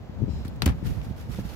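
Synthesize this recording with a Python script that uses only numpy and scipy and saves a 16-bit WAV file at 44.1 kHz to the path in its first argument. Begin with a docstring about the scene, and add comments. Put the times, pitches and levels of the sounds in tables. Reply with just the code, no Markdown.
"""On a small open boat, a hand shifts fish and crushed ice in a wooden box.
Ice cracks are grainy noise bursts that also ring the chunk; thuds excite modes of the box.
Ice slides are swelling grains and tiny ringing snaps; a soft hiss is noise in narrow resonances.
Wind buffets two microphone ports as lumpy low noise and short ringing pushes.
Behind lie a far wash of sea and boat, shaped noise, and a low drone, noise in one resonance."""
import sys
import numpy as np
from scipy import signal
from scipy.fft import rfft, irfft
from scipy.io import wavfile

SR = 44100
rng = np.random.default_rng(int(sys.argv[2]) if len(sys.argv) > 2 else 0)


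def ratio(d):
    """dB to gain"""
    e = np.asarray(d, float) / 20
    return 10 ** e


def store_wav(level_fs):
    """Save 16-bit WAV to argv[1]."""
    pcm = np.round(np.clip(np.atleast_2d(level_fs), -1, 1) * 32767)
    wavfile.write(sys.argv[1], SR, pcm.T.astype(np.int16))


N = 68355
RIGHT_LAG_S = .00014


def rms_one(x):
    """Scale to rms 1."""
    return x / np.sqrt(np.mean(x ** 2) + 1e-20)


def in_time(rows):
    """Columns of a curve, interpolated sample by sample."""
    s, *columns = np.transpose(rows)
    return [np.interp(np.arange(N) / SR, s, c) for c in columns]


def panned(left_minus_right_db):
    """Left and right gains for a level difference."""
    half_db = left_minus_right_db / 2
    return ratio(np.array([half_db, -half_db]).reshape(2, -1))


def drift(corner_hz, channels=1):
    """Slow random curve of rms 1: two-pole low-passed noise, computed every 20 samples."""
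    r = np.exp(-2 * np.pi * corner_hz * 20 / SR)
    white = rng.standard_normal((channels, N // 20 + 2002))
    slow = signal.lfilter([1], [1, -2 * r, r * r], white)[:, 2000:]  # settled part
    return np.array([np.interp(np.arange(N) / 20, np.arange(len(v)), rms_one(v)) for v in slow])


def ring(clicks, hz, t60_s):
    """Two-pole resonator: a unit click starts a decaying sine of height 1."""
    r = ratio(-60 / (t60_s * SR))
    w = 2 * np.pi * hz / SR
    return signal.lfilter([0, np.sin(w)], [1, -2 * r * np.cos(w), r * r], clicks + 1e-18)


def soften(x, hz):
    """Double one-pole low-pass: a soft contact."""
    r = np.exp(-2 * np.pi * hz / SR)
    return signal.lfilter([(1 - r) ** 2], [1, -2 * r, r * r], x)


def colour(x, spectrum):
    """Minimum-phase filter through spectrum points; white noise keeps its rms."""
    hz, db = np.transpose(spectrum)
    grid_hz = np.maximum(np.fft.rfftfreq(8192, 1 / SR), 1)
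    log_gain = np.interp(np.log(grid_hz), np.log(hz), db) * np.log(10) / 20
    # folding the cepstrum makes the phase minimal
    cepstrum = irfft(log_gain)
    cepstrum[1:4096] *= 2
    cepstrum[4097:] = 0
    impulse = irfft(np.exp(rfft(cepstrum)))
    impulse = impulse / np.sqrt(np.sum(impulse ** 2))
    return signal.fftconvolve(x, impulse[None], axes=1)[:, :x.shape[1]]


def pair(alike, grain_db=0, size=N, lag_s=RIGHT_LAG_S):
    """Stereo white noise with uneven grains, part common to both ports and late at the right; rms 1."""
    alike = np.clip(alike, 0, 1)
    white = rng.standard_normal((3, size))
    white = white * ratio(grain_db * rng.exponential(1, size).clip(0, 4))
    common = np.stack([white[0], np.roll(white[0], round(lag_s * SR))])
    return rms_one(np.sqrt(alike) * common + np.sqrt(1 - alike) * white[1:])


# Far wash spectrum. Each row: frequency in Hz, relative density in dB per Hz.
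WASH_SPECTRUM = [(150, -14), (300, -1), (500, 0), (800, -4.5), (1200, -11), (2000, -16.5), (4000, -23),
                 (7000, -31.5), (9000, -45.5), (16000, -36)]
# Rise and fall of the wash. Each row: time in seconds, gain in dB.
WASH_SWELL = [(0, -2), (.2, 0.5), (.45, 0.5), (.75, 0.5), (1.0, 2.5), (1.25, 0), (1.55, 1)]
WASH_DB, WASH_ALIKE = -49.5, 0.41


def wash():
    """Far sea and boat: shaped noise that rises and falls a little."""
    swell_db, = in_time(WASH_SWELL)
    return ratio(WASH_DB + swell_db) * colour(pair(WASH_ALIKE), WASH_SPECTRUM)


HUM_HZ, HUM_WIDTH_HZ, HUM_DB = 74, 20, -47


def hum():
    """A wavering low drone, perhaps a motor through the hull: noise in one resonance."""
    drone = ring(rng.standard_normal(N), HUM_HZ, 2.2 / HUM_WIDTH_HZ)  # t60 = 2.2 / bandwidth
    return ratio(HUM_DB) * rms_one(drone)


# Wind on the ports. Each row: time in seconds, level in dB (played 4 dB higher), left minus right in dB.
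GUSTS = [(0.0, -37.5, 11.5), (0.038, -45.5, -15), (0.064, -42, -2), (0.094, -47, -6), (0.116, -42, -2),
         (0.22, -32, 15.5), (0.314, -39.5, 13.5), (0.344, -37.5, 8.5), (0.378, -32, 7.5), (0.41, -34, 0.5),
         (0.594, -42.5, -2.5), (0.612, -33.5, 3), (0.69, -26, 1), (0.728, -34.5, 10.5), (0.79, -37, -6.5),
         (0.816, -35.5, -1.5), (0.866, -35, 5), (0.906, -31.5, -8), (0.94, -36, -2), (0.984, -39.5, -16),
         (1.048, -35, -2.5), (1.134, -38.5, -4.5), (1.152, -38.5, -6), (1.276, -40.5, 1),
         (1.312, -40, -19.5), (1.354, -35, -12), (1.39, -37, -7), (1.55, -42, -1)]
# Wind spectrum. Each row: frequency in Hz, relative density in dB per Hz.
WIND_SPECTRUM = [(22, -36.5), (50, 1.5), (80, 0), (150, -4.5), (240, -11), (350, -23), (500, -34),
                 (900, -69.5)]
WIND_ALIKE, WIND_LUMP_DB, WIND_LUMP_CORNER_HZ = .15, 3, 10


def wind():
    """Wind at the ports: lumpy low noise, mostly each port's own."""
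    db, pan_db = in_time(GUSTS)
    lumps = ratio(WIND_LUMP_DB * drift(WIND_LUMP_CORNER_HZ, channels=2))
    rumble = rms_one(colour(pair(WIND_ALIKE) * lumps, WIND_SPECTRUM))
    return ratio(db + 4) * panned(pan_db) * rumble


# Single buffets on a port or soft knocks.
# Each row: start in seconds, click level in dB before softening, left minus right in dB, pitch in Hz.
BUFFETS = [(0.095, -21, 15.5, 170), (.219, -12.5, 16, 240), (.228, -7, 14, 146), (0.2374, -17.5, 27.5, 225),
           (0.2448, -19, 18, 201), (0.2545, -25, 20, 95), (0.2806, -21, 26.5, 277),
           (0.2904, -18.5, 23, 219), (.3005, -16.5, 21, 100), (.332, -16.5, 15.5, 140),
           (0.374, -35, 3, 200), (0.453, -13.5, -2, 176), (0.6307, -17, 20.5, 194), (0.7087, -10.5, 8, 115),
           (0.826, -18.5, 25.5, 186), (0.906, -22, -29, 153), (0.971, -24, -36, 90),
           (1.109, -17.5, -19.5, 148), (1.3155, -26, -5, 140), (1.3862, -11, -5, 213),
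           (1.389, -18, -3, 540), (1.3918, -12, 1, 206), (1.451, -19, 2, 170)]
BUFFET_T60_CYCLES, BUFFET_CORNER_PER_PITCH = 2.36, 3.09


def buffets():
    """Each is a soft push: a click rings for a few cycles through four low-pass poles."""
    out = np.zeros((2, N))
    for s, db, pan_db, hz in BUFFETS:
        click = np.zeros(N)
        click[int(s * SR)] = ratio(db)
        push = ring(click, hz, BUFFET_T60_CYCLES / hz)
        corner_hz = BUFFET_CORNER_PER_PITCH * hz
        out += panned(pan_db) * soften(soften(push, corner_hz), corner_hz)
    return out


# Hiss resonances. Each row: centre in Hz, width of each of two passes in Hz, relative level in dB.
HISS_BANDS = [(3240, 1400, -3.5), (4010, 550, -2), (5100, 1000, -2), (7220, 890, -9)]
HISS_START_S, HISS_RISE_S, HISS_HOLD_S, HISS_FALL_S = 0.27, 0.036, 0.033, 0.22
HISS_DB, HISS_PAN_DB = -58, 3.5


def hiss():
    """Noise in a few narrow resonances that swells and fades."""
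    white, out = pair(.3), 0
    for hz, width_hz, db in HISS_BANDS:
        t60_s = 2.2 / width_hz
        out = out + ratio(db) * rms_one(ring(ring(white, hz, t60_s), hz, t60_s))
    times_s = HISS_START_S + np.cumsum([0, HISS_RISE_S, HISS_HOLD_S, HISS_FALL_S])
    swell = np.interp(np.arange(N) / SR, times_s, [0, 1, 1, 0])
    return ratio(HISS_DB) * panned(HISS_PAN_DB) * swell * out


CRACKLE_PER_S, CRACKLE_T60_CYCLES = 400, 14


def crackle():
    """Tiny snaps at random, each ringing a few cycles at one of 14 pitches; rms 1."""
    sizes = ratio(2.5 * rng.exponential(1, N).clip(0, 4))
    snaps = sizes * (rng.random(N) < CRACKLE_PER_S / SR)
    dealt = rng.integers(0, 14, N)
    side = panned(rng.normal(0, 4, N))
    out = 0
    for k, hz in enumerate(np.geomspace(1200, 7000, 14)):
        out = out + ring(snaps * side * (dealt == k), hz, CRACKLE_T60_CYCLES / hz)
    return rms_one(out)


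# Ice slides. Each row: start in seconds, grain level in dB, rise in seconds, hold in seconds,
# fade t60 in seconds.
SLIDES = [(0.283, -64.5, 0.041, 0.17, .6), (.7, -64.5, .02, 0.091, .3), (0.831, -48, 0.028, 0.023, 0.46),
          (0.927, -59, .02, 0.025, 0.43), (1.02, -54.5, 0.018, 0.014, 0.25),
          (1.087, -58.5, 0.01, 0.0075, .2), (1.153, -52.5, 0.038, 0.02, 0.33),
          (1.275, -49, 0.054, 0.075, 0.16), (1.422, -51.5, 0.03, 0.11, .3)]
# Sliding ice spectrum. Each row: frequency in Hz, relative density in dB per Hz.
ICE_SPECTRUM = [(530, -25), (900, -7), (1090, -7), (1190, -2.5), (1550, -3.5), (2600, -6.5), (3040, -7.5),
                (5350, -9.5), (8450, -17.5), (12400, -11.5), (16000, -21)]
RUSTLE_GRAIN_DB, RUSTLE_ALIKE, RUSTLE_REST_DB = 3.5, 0.17, -72
RUSTLE_PATCH_DB, RUSTLE_PATCH_CORNER_HZ, RUSTLE_PAN_DB = 1, 40, -1.5
CRACKLE_DB = -9  # relative to the grains


def rustle():
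    """Dense grains and snaps of sliding ice; each slide swells, holds and fades."""
    t = np.arange(N) / SR
    power = ratio(2 * RUSTLE_REST_DB)
    for s, db, rise_s, hold_s, t60_s in SLIDES:
        rise = np.clip((t - s) / rise_s, 0, 1)
        fade_db = -60 * np.maximum(t - s - rise_s - hold_s, 0) / t60_s
        power = power + (rise * ratio(db + fade_db)) ** 2
    grains = pair(RUSTLE_ALIKE, RUSTLE_GRAIN_DB)
    patchy = grains * ratio(RUSTLE_PATCH_DB * drift(RUSTLE_PATCH_CORNER_HZ))
    ice = colour(patchy, ICE_SPECTRUM) + ratio(CRACKLE_DB) * crackle()
    return np.sqrt(power) * panned(RUSTLE_PAN_DB) * ice


# The blow and its bounces. Each row: start in seconds, click level in dB before softening.
THUDS = [(0.6648, -10), (0.6741, -16.5), (0.6777, -15)]
# Modes of the wooden box. Each row: frequency in Hz, gain in dB, t60 in seconds.
BOX_MODES = [(79, -0.5, 0.079), (170, -1, 0.034), (262, -3.5, 0.054), (359, -13.5, 0.061),
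             (390, -21.5, 0.015), (530, -11.5, 0.016), (762, -15.5, 0.037), (1035, -18.5, 0.034),
             (1550, -10, .025), (1905, -15, 0.021)]
THUD_CORNER_HZ = 900


def box():
    """A soft blow and its bounces into the modes of the wooden box."""
    click = np.zeros(N)
    for s, db in THUDS:
        click[int(s * SR)] = ratio(db)
    blow = soften(click, THUD_CORNER_HZ)
    return sum(ratio(db) * ring(blow, hz, t60_s) for hz, db, t60_s in BOX_MODES)


# Ice cracks, and one low soft knock at 1.256 s played the same way. Each row: start in seconds, level in dB
# (played 8 dB lower), t60 in seconds, treble tilt in dB per octave, pitch of the chunk (or of the knock) in Hz.
CRACKS = [(0.449, -39.5, 0.12, 0, 2020), (0.4796, -34, 0.032, 7, 4700), (.5591, -41.5, 0.028, 14, 9000),
          (.607, -50, 0.026, 16, 10900), (0.6203, -15.5, 0.025, 0, 4400), (.6225, -26.5, 0.094, -2.5, 1390),
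          (.629, -29.5, 0.083, -7, 2490), (0.6579, -18, 0.035, 6.5, 6450), (.6598, -13.5, 0.023, 5.5, 3000),
          (.6625, -18.5, 0.061, -11, 2430), (.667, -28.5, 0.064, -2, 900), (0.6763, -22, 0.041, -2.5, 1480),
          (.6875, -29.5, 0.072, -1, 2720), (0.694, -28.5, 0.051, -4, 1780), (.700, -33, 0.13, -9, 1020),
          (.708, -42.5, 0.048, 0, 2400), (.718, -32.5, 0.05, -5.5, 1850), (0.8664, -37, 0.069, 3, 3540),
          (0.875, -47, 0.23, 4, 2840), (1.0146, -39, 0.041, -4, 2310), (1.103, -48, 0.046, -9, 4030),
          (1.163, -48, 0.045, 3.5, 5070), (1.256, -58, .03, -1, 580), (1.388, -48, 0.055, 14, 2650),
          (1.4616, -45, 0.061, -17, 4500), (1.492, -40, 0.11, -7.5, 4360)]
# Crack spectrum before tilt. Each row: frequency in Hz, relative density in dB per Hz.
CRACK_SPECTRUM = [(300, -11), (850, -6), (1400, -7.5), (2200, -8.5), (2900, -7), (4300, -9), (5800, -13),
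                  (8000, -15.5), (12600, -15.5), (16000, -24)]
CRACK_RISE_S, CRACK_GRAIN_DB, CRACK_ALIKE = 0.00019, 7, 0.2
CRACK_PAN_DB, CRACK_LAG_S = 2.5, .00039
CHUNK_DB, CHUNK_T60_CYCLES = 3.5, 5


def cracks():
    """Grainy bursts that start at once and die; each also rings the chunk that broke."""
    out = np.zeros((2, N + SR))
    t = np.arange(SR // 5) / SR
    for s, db, t60_s, tilt_db, chunk_hz in CRACKS:
        shape = (1 - np.exp(-t / CRACK_RISE_S)) * ratio(db - 8 - 60 * t / t60_s)
        tilted = [(hz, v + tilt_db * np.log2(hz / 4000)) for hz, v in CRACK_SPECTRUM]
        burst = shape * pair(CRACK_ALIKE, CRACK_GRAIN_DB, size=len(t), lag_s=CRACK_LAG_S)
        chunk = ring(burst, chunk_hz, CHUNK_T60_CYCLES / chunk_hz) * np.sqrt(chunk_hz / SR)
        crack = colour(burst, tilted) + ratio(CHUNK_DB) * chunk
        i = int(s * SR)
        out[:, i:i + len(t)] += panned(CRACK_PAN_DB) * crack
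    return out[:, :N]


def scene():
    """All sources at the two ports."""
    return wind() + buffets() + box() + cracks() + rustle() + hiss() + wash() + hum()


def roll_off(x):
    """The treble ends steeply here."""
    return signal.sosfilt(signal.butter(12, 16660, fs=SR, output="sos"), x)


def record(dry):
    """Cuts the bass below 50 Hz and the top from 16.3 kHz (40 dB down)."""
    low_cut = signal.butter(3, 50, "high", fs=SR, output="sos")
    top_cut = signal.cheby2(12, 40, 16300, fs=SR, output="sos")
    mix = signal.sosfilt(top_cut, signal.sosfilt(low_cut, dry))
    return roll_off(mix)


dry = scene()
out = record(dry)
store_wav(out)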